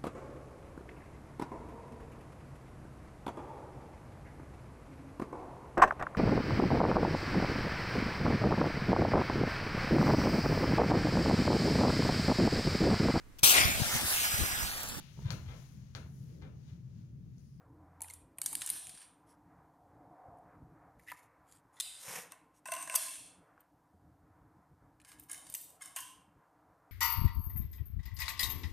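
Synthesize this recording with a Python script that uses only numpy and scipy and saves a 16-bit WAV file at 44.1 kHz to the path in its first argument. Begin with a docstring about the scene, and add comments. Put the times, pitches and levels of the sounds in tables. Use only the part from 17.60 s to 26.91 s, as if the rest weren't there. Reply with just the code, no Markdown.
"""A bare, hard room with a tiled floor; a phone microphone near a pile of plastic bricks, a low drone behind.
In the first second hands knock toy figures over: each contact is a few milliseconds of chatter that rings
the hollow piece. Soft bumps and brushing fingers follow, and a far-off rush passes. At 4.4 s a flat building
plate scrapes over the tiles and is lifted out of the pile; from 7.4 s the hands rummage, then put a long
piece down. The room rings on behind the clicks; the phone's noise suppressor shortens the bright tails."""
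import sys
import numpy as np
from scipy import signal
from scipy.fft import rfft, irfft, next_fast_len
from scipy.io import wavfile
from scipy.ndimage import uniform_filter1d

SR = 44100
rng = np.random.default_rng(int(sys.argv[2]) if len(sys.argv) > 2 else 0)


def dump_mix(stems):
    """Bounce the given channels to the path in sys.argv[1] as a 16-bit WAV at rate SR."""
    frames = np.atleast_2d(stems).T  # one column per channel
    limited = np.clip(frames, -1, 1)  # hard clip at full scale
    pcm = np.round(limited * 32767).astype(np.int16)
    wavfile.write(sys.argv[1], SR, pcm)


N = 410571
TIME = np.arange(N) / SR


def undb(db):
    """Decibels to gain."""
    return 10 ** (np.asarray(db) / 20)


def unit(x):
    """Scale to rms 1."""
    return x / np.sqrt(np.mean(x ** 2) + 1e-30)


def band(x, lo, hi, order=4):
    """Causal band-pass, edges in Hz."""
    sos = signal.butter(order, [lo, min(hi, SR / 2 - 100)], "band", fs=SR, output="sos")
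    return signal.sosfilt(sos, x)


def colour(x, points):
    """Shape a spectrum by points of f/Hz, level/dB."""
    hz, db = np.transpose(points)
    size = next_fast_len(N, True)
    f = np.maximum(np.arange(size // 2 + 1) * SR / size, 1)
    return irfft(rfft(x, size) * undb(np.interp(np.log(f), np.log(hz), db)), size)[:N]


def wander(rate_hz):
    """Smooth random drift with a spread near 1."""
    hold = int(SR / rate_hz)
    steps = np.repeat(rng.standard_normal(N // hold + 1), hold)
    return 1.3 * uniform_filter1d(uniform_filter1d(steps, hold), hold)[:N]


def swells(rows):
    """Gain that grows exponentially to each peak and dies away again."""
    return sum(undb(db) * np.exp(-np.maximum((peak - TIME) / rise, (TIME - peak) / fall))
               for peak, rise, fall, db in rows)


def add(track, start_s, sound):
    """Mix a sound into a track."""
    i = int(start_s * SR)
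    track[i:i + len(sound)] += sound[:N - i]


# Spectrum of the room tone: f/Hz, level/dB (levels in all tables are relative)
TONE_COLOUR = [(21, -36), (35, -14), (87, -10.5), (180, -4), (214, -17), (297, 1), (374, -19), (437, -7.5),
               (655, -5), (735, -0.5), (874, -6), (944, -2), (1080, -4.5), (1310, -8), (2000, -16.5),
               (3500, -24.5), (4550, -67.5), (7700, -120)]
# Course of the drone: t/s, level/dB
DRONE_LEVEL = [(0.0, -68), (0.31, -68), (1.27, -71), (2.23, -66), (3.08, -65), (3.5, -77.5), (4.38, -78),
               (4.59, -75.5), (5.01, -71), (6.27, -73.5), (6.51, -68), (7.65, -73.5), (8.32, -77.5),
               (8.74, -68.5), (9.31, -78)]
# Surges of rumble: peak t/s, rise/s, fall/s, level/dB
SURGES = [(0.15, 0.24, 0.17, -66.5), (0.4, 0.41, 0.69, -66.5), (2.35, 0.21, 0.1, -72),
          (3.0, 0.53, 0.29, -66.5), (6.48, 0.1, 0.6, -66)]
def room_tone():
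    """The room's low background: surging rumble and an uneven drone that flicker together."""
    noise = colour(rng.standard_normal(N), TONE_COLOUR)
    flicker = wander(18)
    rumble = unit(band(noise, 43, 130)) * undb(2.6 * flicker + 2.26 * wander(26))
    drone = unit(band(noise, 150, 420) + 0.51 * band(noise, 300, 320, order=1)) * undb(3.2 * flicker)
    rumble_gain = undb(-80) + undb(-4) * swells(SURGES)
    drone_gain = undb(np.interp(TIME, *np.transpose(DRONE_LEVEL)) - 0.77)
    return rumble_gain * rumble + drone_gain * drone


# Broad swells of the rush: peak t/s, rise/s, fall/s, level/dB
RUSH_SWELLS = [(0.4, 1, 1, -74), (2.6, 0.26, 0.7, -81), (3.25, 0.23, 0.37, -71), (9.2, 0.94, 0.38, -84)]
# Edges of its bands: f/Hz
RUSH_BANDS = [350, 600, 820, 1050, 3800]
def distant_rush(rest_db=-71.5, flicker_db=2.2):
    """A rush far from the microphone that swells and flickers band by band."""
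    air = np.zeros(N)
    for lo, hi in zip(RUSH_BANDS, RUSH_BANDS[1:]):
        noise = colour(rng.standard_normal(N), TONE_COLOUR)
        air += band(noise, lo, hi) * undb(flicker_db * wander(15))
    return (undb(rest_db) + swells(RUSH_SWELLS)) * unit(air) * undb(1.6 * wander(9))


# Spells of hum: start t/s, end t/s, level/dB
HUMS = [(0.0, 0.65, -64.5), (2.238, 2.5, -74.5), (6.3, 6.9, -72.5)]
def hum(hz=85, fade_s=0.08):
    """A low, slightly wavering hum comes and goes."""
    tone = unit(np.sin(2 * np.pi * np.cumsum(hz + 0.6 * wander(3.5)) / SR))
    return tone * sum(undb(db) * np.clip(np.minimum(TIME - start, end - TIME) / fade_s, 0, 1)
                      for start, end, db in HUMS)


def ring(modes, detune, crack=0, crack_s=1, size=4096):
    """One tap on a piece: clear modes that differ from spot to spot, and a crack of countless damped ones."""
    hz, db, t60 = np.transpose(modes)[:, :, None]
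    t = np.arange(size) / SR
    pitch, strength = rng.standard_normal((len(modes), 2)).T[:, :, None]
    waves = np.sin(2 * np.pi * hz * (1 + detune * pitch) * t) * np.exp(-np.log(1000) * t / t60)
    polarity = rng.choice([-1, 1], (len(modes), 1))
    clear = np.sum(polarity * undb(db + 2 * strength) * waves / np.sqrt(t60), axis=0)
    dense = band(rng.standard_normal(size), 1500, 25000, order=2) * np.exp(-t / crack_s)
    return unit(clear) + crack * unit(dense)


# Edges of the knock, clack, snap and tick registers: f/Hz
REGISTERS = [600, 2400, 7000, 11000, 15000]
# Each piece's share in them: knock/dB, clack/dB, snap/dB, tick/dB
BALANCE_DB = {"brick": (-17.5, -7, 1.5, -9), "plate": (0, -3.5, -2, -9), "beam": (-7.5, -9, 1.5, -4),
              "large brick": (-24.5, -9.5, -1, -3), "block": (-26.5, -8.5, -6, -14.5),
              "hollow": (-12, -10, -21.5, -18), "chip": (-42, -7, 6, 16), "clack": (2.5, -10, -5, -1.5),
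              "figure": (-14.5, -16, 0, -3.5), "stud": (-7.5, -1, 0.5, -1.5),
              "slat": (-8, -9.5, 0.5, -14.5)}
DULL_TILT = (1, 0.52, -0.016, -0.17)  # dB in each register for 1 dB of dullness
def blows(kind, hits, modes, detune, crack, crack_s, chatter, build, size=4096):
    """A first contact, then chatter that builds and dies; a flat landing is duller than one on a corner."""
    out, t = np.zeros(N), np.arange(size) / SR
    attack = int(0.008 * SR)
    times, strength, dullness, chatter_times = np.transpose(hits)
    sounds = []
    for chatter_s in chatter_times:
        age = t / chatter_s
        rattle = rng.standard_normal(size) * rng.random(size) * np.exp(-age) * (1 - np.exp(-age / build))
        contact = (t == 0) + chatter * rattle / np.linalg.norm(rattle)
        sounds.append(signal.fftconvolve(contact, ring(modes, detune, crack, crack_s))[:size])
    shaped = 0
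    for lo, hi, db, tilt in zip(REGISTERS, REGISTERS[1:], BALANCE_DB[kind], DULL_TILT):
        register = band(np.array(sounds), lo, hi)
        gain = undb(strength + db + tilt * dullness) / register[:, :attack].std(axis=1)
        shaped = shaped + register * gain[:, None]
    for start, sound in zip(times, shaped):
        add(out, start, sound)
    return out


def piece(kind, hits, modes, detune, crack, crack_s, chatter, build, direct_db, room_db, room_detune):
    """Two paths: straight to the microphone, and all round into the room with each mode a cluster of three."""
    direct = blows(kind, hits, modes, detune, crack, crack_s, chatter, build)
    all_round = blows(kind, hits, list(modes) * 3, room_detune, 0.7 * crack, crack_s, 0.59 * chatter, build)
    return np.array([undb(direct_db) * direct, undb(room_db) * all_round])


# Figure blows: t/s, level/dB, dullness/dB, chatter/s
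FIGURE_HITS = [(0.4060, -53, 14.5, 0.001), (0.4213, -43, 0, 0.002), (0.4427, -61.5, 23, 0.0026),
               (0.7840, -43, 3.5, .0018), (0.9283, -39, 3, .004)]
# Figure modes: f/Hz, level/dB, t60/s
FIGURE_MODES = [(740, -7, 0.049), (894, 6.5, .055), (1010, -1.5, 0.027), (1910, -5, 0.013),
                (2420, -1, 0.016), (2830, -4.5, .02), (4200, 1, 0.0073), (7000, -12, 0.00814),
                (9590, 15.5, .009), (10600, 1.5, .008), (11550, -0.5, .006)]
def figures():
    """Toy figures tap the tiles and topple."""
    return piece("figure", FIGURE_HITS, FIGURE_MODES, detune=0.042, crack=0.5, crack_s=0.0008,
                 chatter=2.8, build=0.2, direct_db=-2, room_db=-7, room_detune=0.0495)


# Brick blows: t/s, level/dB, dullness/dB, chatter/s
BRICK_HITS = [(0.4183, -41, -14, 0.00028), (0.4345, -53, -17, 0.00093), (0.4835, -60, 13, .002),
              (0.5085, -53, -7, 0.00092), (0.5368, -49.5, -10, 0.0035), (0.8162, -35, -1.5, 0.0023),
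              (0.8400, -48, -29, 0.00072), (0.8606, -31, -2, 0.0044), (0.9112, -57, -16, 0.0022),
              (0.9525, -33.5, -3, 0.00037), (1.0104, -47, 3, 0.0078), (1.0186, -40.5, 11, 0.0033),
              (1.0622, -38.5, -18, 0.0029), (1.0743, -43, 6, 0.0025), (1.0795, -53, 1, 0.0012),
              (1.0908, -41, -1.5, 0.0061), (1.1011, -30, -13, 0.0028), (1.2695, -50, 5, 0.00089),
              (1.2939, -49.5, 4, 0.0048), (2.7725, -64.5, -7.5, 0.0009), (2.7855, -63.5, -18, 0.0021),
              (3.9238, -60, 5, 0.00058), (5.2258, -44.5, -7, 0.0042), (5.9779, -75.5, 32, 0.0004),
              (7.4005, -62, 14, 0.0033), (7.4160, -60, 7, 0.004), (7.4485, -58, 12, 0.0053),
              (7.5178, -59.5, 14, 0.0041), (7.7784, -56, -6, 0.0011), (7.8682, -56.5, 7, 0.0041),
              (7.9240, -52, -9, 0.0034), (7.9400, -40, -12, 0.0015)]
# Brick modes: f/Hz, level/dB, t60/s
BRICK_MODES = [(998, -19, .02), (1660, -3.5, 0.016), (2253, -5.5, 0.021), (3097, -5, 0.0076),
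               (3866, -6.5, 0.031), (4720, -0.5, 0.012), (5346, 0, 0.004), (5900, -4, 0.0046),
               (7383, -4, 0.0068), (9080, 9.5, 0.009), (9320, 8, 0.017), (9870, 6, 0.013),
               (11720, -0.5, 0.0037), (13535, -6.5, 0.0056)]
# Spells of settling: start t/s, end t/s, level/dB
SETTLING = [(0.442, 0.49, -78), (1.35, 1.447, -60.5), (5.483, 5.556, -53.5)]
def bricks(ticks=4, tick_dull_db=11, tick_chatter_s=0.005, scatter_db=1.5):
    """Bricks crack against each other; loose ones settle in a few small random ticks."""
    hits, slots = list(BRICK_HITS), np.arange(ticks)
    for start, end, db in SETTLING:
        moments = start + (end - start) * (slots + rng.random(ticks) * (slots > 0)) / ticks
        for moment, (louder, duller) in zip(moments, scatter_db * rng.standard_normal((ticks, 2))):
            hits.append((moment, db + louder, tick_dull_db + duller, tick_chatter_s))
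    return piece("brick", hits, BRICK_MODES, detune=0.062, crack=1.15, crack_s=0.0004,
                 chatter=0.9, build=0.23, direct_db=-1.5, room_db=-2.5, room_detune=0.051)


# Stud blows: t/s, level/dB, dullness/dB, chatter/s
STUD_HITS = [(0.4995, -51, 4, .002), (7.9460, -48, 2.5, .002)]
# Stud modes: f/Hz, level/dB, t60/s
STUD_MODES = [(1990, -2, 0.022), (2190, 2.5, 0.033), (2798, -6.5, 0.014), (4200, -0.5, .012),
              (6150, 0.5, .02), (9500, -1, .008), (12020, -1, 0.0065)]
def stud():
    """A small stiff piece lands with a crisp tick."""
    return piece("stud", STUD_HITS, STUD_MODES, detune=0.019, crack=0.39, crack_s=0.001,
                 chatter=1.7, build=0.2915, direct_db=-5.5, room_db=-11, room_detune=0.058)


def slips(per_s, spread_db, size=N):
    """Tiny slips at random moments, of very unequal size."""
    moments = rng.random(size) < per_s / SR
    return unit(moments * rng.standard_normal(size) * undb(spread_db * rng.standard_normal(size)))


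def rubs(strokes, modes, slips_per_s, grit, detune, spread_db=2.5, spots=3, size=17640):
    """Studs catch and slip over edges at a few ringing spots: a patter that swells and fades with the stroke."""
    out, t = np.zeros(N), np.arange(size) / SR
    for start, end, db in strokes:
        contacts = [slips(slips_per_s / spots, spread_db, size) for _ in range(spots)]
        body = unit(sum(signal.fftconvolve(spot, ring(modes, detune))[:size] for spot in contacts))
        rasp = unit(band(sum(contacts), 3800, 18000, order=1))
        progress = np.clip(t / (end - start), 0, 1)
        force = np.sqrt(np.sin(np.pi * progress).clip(0))
        add(out, start, undb(db) * force * unit(band(body, 600, 11000) + grit * rasp))
    return out


# Sliding strokes of each kind of piece: start t/s, end t/s, level/dB
BRICK_RUBS = [(1.015, 1.06, -50), (1.1, 1.2, -50.5), (1.34, 1.46, -58), (4.23, 4.46, -60),
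              (5.35, 5.48, -44.5), (7.84, 7.93, -61.5)]
HOLLOW_RUBS = [(3.462, 3.508, -62.5)]
PLATE_RUBS = [(5.055, 5.19, -51.5), (5.16, 5.245, -46.5), (5.295, 5.375, -43)]
SLAT_RUBS = [(7.452, 7.55, -59), (7.685, 7.77, -54.5), (8.205, 8.29, -56)]
BEAM_RUBS = [(8.356, 8.43, -52)]
def sliding_pieces():
    """Pieces slide against each other in the pile, each ringing with its own modes."""
    return (rubs(BRICK_RUBS, BRICK_MODES, slips_per_s=2900, grit=0.14, detune=0.079)
            + rubs(HOLLOW_RUBS, HOLLOW_MODES, slips_per_s=1900, grit=0.15, detune=0.03)
            + rubs(PLATE_RUBS, PLATE_MODES, slips_per_s=6400, grit=0.18, detune=0.011)
            + rubs(SLAT_RUBS, SLAT_MODES, slips_per_s=2500, grit=0.72, detune=0.016)
            + rubs(BEAM_RUBS, BEAM_MODES, slips_per_s=2500, grit=0.4, detune=0.025))


# Soft low bumps: t/s, peak level/dB
BUMPS = [(1.335, -57.5), (2.669, -53.5), (3.016, -53), (3.056, -56), (3.364, -57), (4.043, -59),
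         (4.472, -52), (6.333, -56.5), (6.979, -59), (7.108, -58), (7.214, -59), (7.631, -64), (7.887, -58),
         (8.675, -59), (8.758, -57)]
def body_bumps(decay_s=0.0086, top_hz=224, size=8192):
    """Hands and body shift on the hard floor: slow pushes with no treble."""
    out, age = np.zeros(N), np.arange(size) / SR / decay_s
    for start, db in BUMPS:
        thud = band(rng.standard_normal(size) * age * np.exp(-age), 38, top_hz, order=2)
        add(out, start, undb(db) * thud / np.abs(thud).max())
    return out


# Finger strokes: start t/s, end t/s, level/dB
BRUSHES = [(1.66, 1.76, -61), (3.37, 3.7, -60.5), (3.84, 4.02, -60.5), (4.12, 4.2, -60.5),
           (4.93, 5.01, -61.5)]
def brushing_fingers():
    """Fingers brush softly over plastic: a thin, high patter."""
    patter = rubs(BRUSHES, BRICK_MODES, slips_per_s=4300, grit=0.4, detune=0.25, spread_db=3)
    return band(patter, 4800, 22000, order=1)


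# One narrow swell: peak t/s, rise/s, fall/s, level/dB
PASSING_SWELL = [(2.7, 0.36, 0.19, -56.5)]
def passing_rush(centre_hz=730):
    """A far-off rush rises and passes: a narrow core in a broad skirt."""
    core = band(rng.standard_normal(N), centre_hz - 45, centre_hz + 45, order=2)
    skirt = band(rng.standard_normal(N), 450, 1020, order=3)
    return swells(PASSING_SWELL) * unit(unit(core) + undb(-2.5) * unit(skirt))


# Blows on a hollow piece: t/s, level/dB, dullness/dB, chatter/s
HOLLOW_HITS = [(3.3954, -55.5, -14.5, 0.0025), (3.4745, -62, 6, .003), (3.4836, -54, 5.5, 0.0025),
               (3.4912, -55.5, -4, 0.0028), (3.4994, -51, -3, 0.0044), (3.5095, -57, 0, 0.0028),
               (5.0858, -59.5, 2.5, .003), (5.1385, -54.5, 4, 0.0029), (5.2976, -49, -3.5, 0.00083)]
# Its modes: f/Hz, level/dB, t60/s
HOLLOW_MODES = [(1789, 9, 0.034), (1990, 10, 0.026), (2205, -9.5, 0.013), (2574, -2.5, 0.011),
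                (2730, -3.5, 0.01), (3530, -11, .004), (5132, -13, 0.027), (9230, -3, 0.013)]
def hollow_piece():
    """A hollow piece is knocked and rings near 2 kHz with hardly any crack."""
    return piece("hollow", HOLLOW_HITS, HOLLOW_MODES, detune=0.029, crack=0.074, crack_s=0.0027,
                 chatter=0.86, build=0.9, direct_db=8.5, room_db=6.5, room_detune=0.054)


# Blows on a held piece: t/s, level/dB, dullness/dB, chatter/s
HELD_HITS = [(3.5170, -48.5, 3.5, .0008), (3.5210, -62.5, 16, 0.00091)]
# Its modes: f/Hz, level/dB, t60/s
HELD_MODES = [(706, -7.5, 0.031), (1006, 8.5, 0.07), (1210, -1.5, 0.02), (1460, -5.5, .016),
              (1770, -2, 0.02), (1940, -8, .02), (2270, -12, .014), (2620, -8.5, .012), (4800, -2.5, .006),
              (9200, -1, .006)]
def held_piece():
    """A piece held in the fingers meets the floor in a dry clack."""
    return piece("clack", HELD_HITS, HELD_MODES, detune=0.012, crack=0.3, crack_s=0.0024,
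                 chatter=1, build=0.3, direct_db=-3.5, room_db=-11.5, room_detune=0.1)


# Block blows: t/s, level/dB, dullness/dB, chatter/s
BLOCK_HITS = [(4.1681, -71.5, 28, 0.01), (4.1999, -31.5, 0.36, 0.0023), (4.2076, -35.5, 2.1, 0.00047)]
# Block modes: f/Hz, level/dB, t60/s
BLOCK_MODES = [(1932, -0.5, 0.018), (3240, -2, 0.014), (3361, 2.5, 0.015), (3630, 8.5, 0.026),
               (3570, -4, 0.0062), (4026, 2, 0.012), (5295, 7, 0.011), (6300, 1, 0.016), (7050, -12, 0.013),
               (7870, 1, .01), (8860, 1, 0.0076), (9080, 3.5, 0.013), (9600, 0.5, 0.0037),
               (10775, -14.5, 0.0042)]
def block():
    """A block touches softly, then strikes twice in quick succession."""
    return piece("block", BLOCK_HITS, BLOCK_MODES, detune=0.01, crack=0.29, crack_s=0.0039,
                 chatter=1.6, build=0.87, direct_db=2, room_db=2.5, room_detune=0.074)


# Course of the drag: t/s, hiss level/dB, body level/dB
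DRAG_LEVELS = [(4.38, -59.5, -75.5), (4.484, -48, -50), (4.552, -48, -48.5), (4.566, -45.5, -42.5),
               (4.628, -55.5, -60.5), (4.68, -75.5, -63.5)]
# Spectrum of the scrape: f/Hz, level/dB
DRAG_COLOUR = [(88, -37.5), (150, -4.5), (364, -19.5), (433, -3.5), (567, -1), (661, -12), (728, -4),
               (1070, -4), (1200, -8.5), (2020, -4), (4460, -12.5), (5600, -9.5), (6050, -13.5),
               (6600, -12), (7600, -17.5), (8700, -11.5), (9800, -14.5), (11200, -15), (14200, -19),
               (15000, -71)]
def plate_drag(onset_s=0.028):
    """The plate starts to move and scrapes over the tiles: a gritty body under a finer hiss."""
    times, hiss_db, body_db = np.transpose(DRAG_LEVELS)
    moving = np.clip((TIME - times[0]) / onset_s, 0, 1) * (TIME <= times[-1])
    hiss = unit(band(colour(slips(7000, spread_db=2.9), DRAG_COLOUR), 5600, 15000, order=3))
    body = unit(band(colour(slips(3500, spread_db=2.4), DRAG_COLOUR), 110, 3200))
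    hiss *= undb(np.interp(TIME, times, hiss_db) + 0.4)
    body *= undb(np.interp(TIME, times, body_db))
    return moving * (hiss + body)


# Plate blows: t/s, level/dB, dullness/dB, chatter/s
PLATE_HITS = [(4.7198, -46.5, -7, 0.0014), (4.7240, -67, 8.5, 0.0079), (5.0562, -48.5, 3, 0.0045),
              (5.0730, -47, -11.5, 0.0039), (5.0850, -59.5, 17.5, 0.0032), (5.1187, -34, -3.5, 0.0026),
              (5.1340, -47.5, -4, 0.0022), (5.1373, -39.5, -5.5, 0.0032), (5.1505, -46, -3, 0.0016),
              (5.1645, -48, 3, .002), (5.2150, -56.5, -10, .004), (5.2745, -49, 5, .004),
              (5.2974, -44.5, 3.5, 0.0013), (5.3230, -55, 0.5, .003), (5.3409, -39.5, 0.5, 0.003),
              (5.3537, -45.5, 0.5, 0.0032)]
# Plate modes: f/Hz, level/dB, t60/s
PLATE_MODES = [(659, -1.5, 0.046), (1030, 3.5, 0.085), (1056, -1, 0.054), (1497, -6, 0.036),
               (1610, -6.5, .025), (1800, -11, 0.013), (2060, -7.5, 0.015), (2670, -3, 0.028),
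               (2709, -6.5, .028), (3800, -15, 0.027), (6070, -4, 0.022), (8570, 11, 0.0073),
               (9400, 4, .005), (12400, -2.5, 0.0063)]
def plate():
    """The flat plate knocks and clatters as it is lifted out of the pile."""
    return piece("plate", PLATE_HITS, PLATE_MODES, detune=0.0068, crack=0.3, crack_s=0.00076,
                 chatter=2, build=0.3, direct_db=-2, room_db=-2.5, room_detune=0.01782)


# Blows on a large brick: t/s, level/dB, dullness/dB, chatter/s
LARGE_BRICK_HITS = [(5.3508, -34, -5.5, 0.0027), (5.3538, -31.5, 0, 0.0027), (5.357, -25.5, 2.5, 0.0026)]
# Its modes: f/Hz, level/dB, t60/s
LARGE_BRICK_MODES = [(3000, -10.5, 0.015), (3410, -1.5, 0.022), (4711, 0.5, 0.046), (5510, -3.5, 0.016),
                     (5970, 1.5, 0.0218), (6730, -2.5, 0.0086), (8080, 0.5, 0.012), (8350, -2.5, 0.0059),
                     (9500, 1, .006), (9940, 3.5, 0.0074), (11100, -1, 0.011), (12300, 2.5, 0.0057),
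                     (13800, 0, 0.0083)]
def large_brick():
    """Three contacts of a large brick merge into one loud, bright snap."""
    return piece("large brick", LARGE_BRICK_HITS, LARGE_BRICK_MODES, detune=0.0034, crack=0.26,
                 crack_s=0.002, chatter=1.6, build=0.36, direct_db=-1.5, room_db=-4.5, room_detune=0.035)


# Chip blows: t/s, level/dB, dullness/dB, chatter/s
CHIP_HITS = [(6.0045, -65.5, -11.5, 0.0029), (7.5965, -56, 2, 0.0011), (7.6346, -62.5, 15, 0.003),
             (7.8987, -51, 22, 0.0017), (7.9477, -42.5, 27, 0.0041), (8.0099, -56.5, 7, 0.0054),
             (8.103, -66, -16, 0.0011)]
# Chip modes: f/Hz, level/dB, t60/s
CHIP_MODES = [(2140, -4, 0.0087), (2730, -2, 0.0074), (5760, -14, 0.028), (8460, -13, .009),
              (8550, 20, 0.0061), (8850, 5.5, 0.017), (12300, -24, 0.0062), (13600, 7, 0.0063)]
def chip():
    """A chip of plastic chatters in thin, high ticks."""
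    return piece("chip", CHIP_HITS, CHIP_MODES, detune=0.0033, crack=0.1, crack_s=0.0019,
                 chatter=6.6, build=0.49, direct_db=-9.5, room_db=-7, room_detune=0.0086)


# Slat blows: t/s, level/dB, dullness/dB, chatter/s
SLAT_HITS = [(7.6958, -46.5, 1.5, 0.0055), (7.7140, -37, -14, 0.0028), (7.7295, -41, -10, 0.0025),
             (7.7440, -48, 2.5, 0.0017), (8.2095, -58, 15, 0.0067), (8.2192, -42.5, -3.5, 0.0063),
             (8.2575, -45.5, -7, 0.0017)]
# Slat modes: f/Hz, level/dB, t60/s
SLAT_MODES = [(1088, -8, 0.064), (1190, -17, 0.045), (1610, -7, .03), (1653, -4, 0.031), (2120, -3.5, .03),
              (3060, -5.5, .045), (3720, -6.5, 0.043), (5330, -2.5, 0.026), (6540, -3, 0.011),
              (7500, -8, 0.0096), (9000, 5.5, 0.005), (9820, -0.5, 0.0066), (13200, -8, .006)]
def slat():
    """A thin slat is nudged and lifted."""
    return piece("slat", SLAT_HITS, SLAT_MODES, detune=0.0048, crack=0.56, crack_s=0.0024,
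                 chatter=3, build=0.19, direct_db=-4, room_db=-4, room_detune=0.022)


# Beam blows: t/s, level/dB, dullness/dB, chatter/s
BEAM_HITS = [(8.3615, -38, 0.5, 0.003), (8.3672, -44.5, 8.5, 0.0074), (8.3865, -47, 8, 0.0032),
             (8.4038, -45, -8, 0.0029)]
# Beam modes: f/Hz, level/dB, t60/s
BEAM_MODES = [(1058, 4.5, 0.076), (1547, -3, 0.023), (1660, -5.5, 0.03), (2040, -16, 0.039),
              (2850, 1, 0.015), (3020, 1.5, 0.016), (4770, -3, 0.013), (5400, -3, 0.008), (6370, 4, 0.0074),
              (8500, 5.5, 0.0045), (9060, 0, 0.01), (9900, -2.5, 0.0034), (11000, -10, 0.0035),
              (13300, -6, .006)]
def beam():
    """A long piece is put down and bounces."""
    return piece("beam", BEAM_HITS, BEAM_MODES, detune=0.0051, crack=0.62, crack_s=0.012,
                 chatter=2.6, build=0.13, direct_db=-3.5, room_db=-4.5, room_detune=0.032)


def with_flutter(x, ceiling_m=2.82, sound_m_s=343, trip_db=-16.5):
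    """A sound and two echoes between floor and ceiling, losing level and bass on each trip."""
    out, echo = x.copy(), x
    for trip in (1, 2):
        echo = undb(trip_db) * band(echo, 4200, 20000, order=1)
        add(out, trip * 2 * ceiling_m / sound_m_s, echo)
    return out


# Ring of the room: f/Hz, level/dB, t60/s
ROOM_BANDS = [(500, -5.5, 0.69), (996, -1, 0.64), (1900, -2, 0.63), (3180, 1.5, 1.27), (5113, -1.5, 0.88),
              (9690, -1.5, 0.97), (11000, -0.5, 0.58), (14650, -6, 0.46)]
def room(x, wet_db, build_s, size=57344):
    """Diffuse ring of bare walls and tiles: it builds up after the click and lasts longest near 3 kHz."""
    t = np.arange(size) / SR
    hz, db, t60 = np.transpose(ROOM_BANDS)
    f = np.arange(size // 2 + 1) * SR / size
    spectrum, response = rfft(rng.standard_normal(size)), 0
    for share, band_db, decay in zip(np.eye(len(hz)), db, t60):
        noise = irfft(spectrum * np.interp(f, hz, share))
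        envelope = np.exp(-np.log(1000) * t / decay) * (1 - np.exp(-t / build_s))
        response = response + undb(band_db) * noise * envelope / np.linalg.norm(envelope)
    return undb(wet_db) * signal.fftconvolve(x, response)[:N]


def scene():
    """Clicks sit centred on the microphone; only the treble of room and scrape spreads to the sides."""
    clicks, all_round = (bricks() + figures() + stud() + held_piece() + slat() + plate()
                         + large_brick() + beam() + block() + hollow_piece() + chip())
    sliding, brushing, scrape = sliding_pieces(), brushing_fingers(), plate_drag()
    into_room = all_round + undb(4.5) * sliding + undb(-4.5) * scrape
    background = room_tone() + distant_rush() + hum() + passing_rush()
    near = with_flutter(clicks) + sliding + brushing + scrape + body_bumps()
    mid = near + room(into_room, wet_db=-4, build_s=0.0076) + background
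    wide = room(into_room, wet_db=-10.5, build_s=0.017) + undb(-10) * plate_drag()
    side = band(wide, 6400, 15000, order=6)
    return np.array([mid + side, mid - side])


def noise_suppressor(x, split_hz=2300, threshold_db=-60.5, slope=1.35):
    """The treble is turned down steeply once its own level sinks under the threshold."""
    low = signal.sosfiltfilt(signal.butter(4, split_hz, fs=SR, output="sos"), x)
    treble = x - low
    power = uniform_filter1d(np.mean(treble ** 2, axis=0), size=1024).clip(1e-18)
    return low + treble / (1 + (undb(threshold_db) ** 2 / power) ** slope)


def record(dry):
    """The phone suppresses faint treble, adds a trace of hiss and cuts the top."""
    hiss = undb(-85.5) * rng.standard_normal(N)
    top_cut = signal.ellip(10, 0.2, 70, 14450, fs=SR, output="sos")
    return signal.sosfilt(top_cut, noise_suppressor(dry) + hiss)


dry = scene()
out = record(dry)
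dump_mix(out)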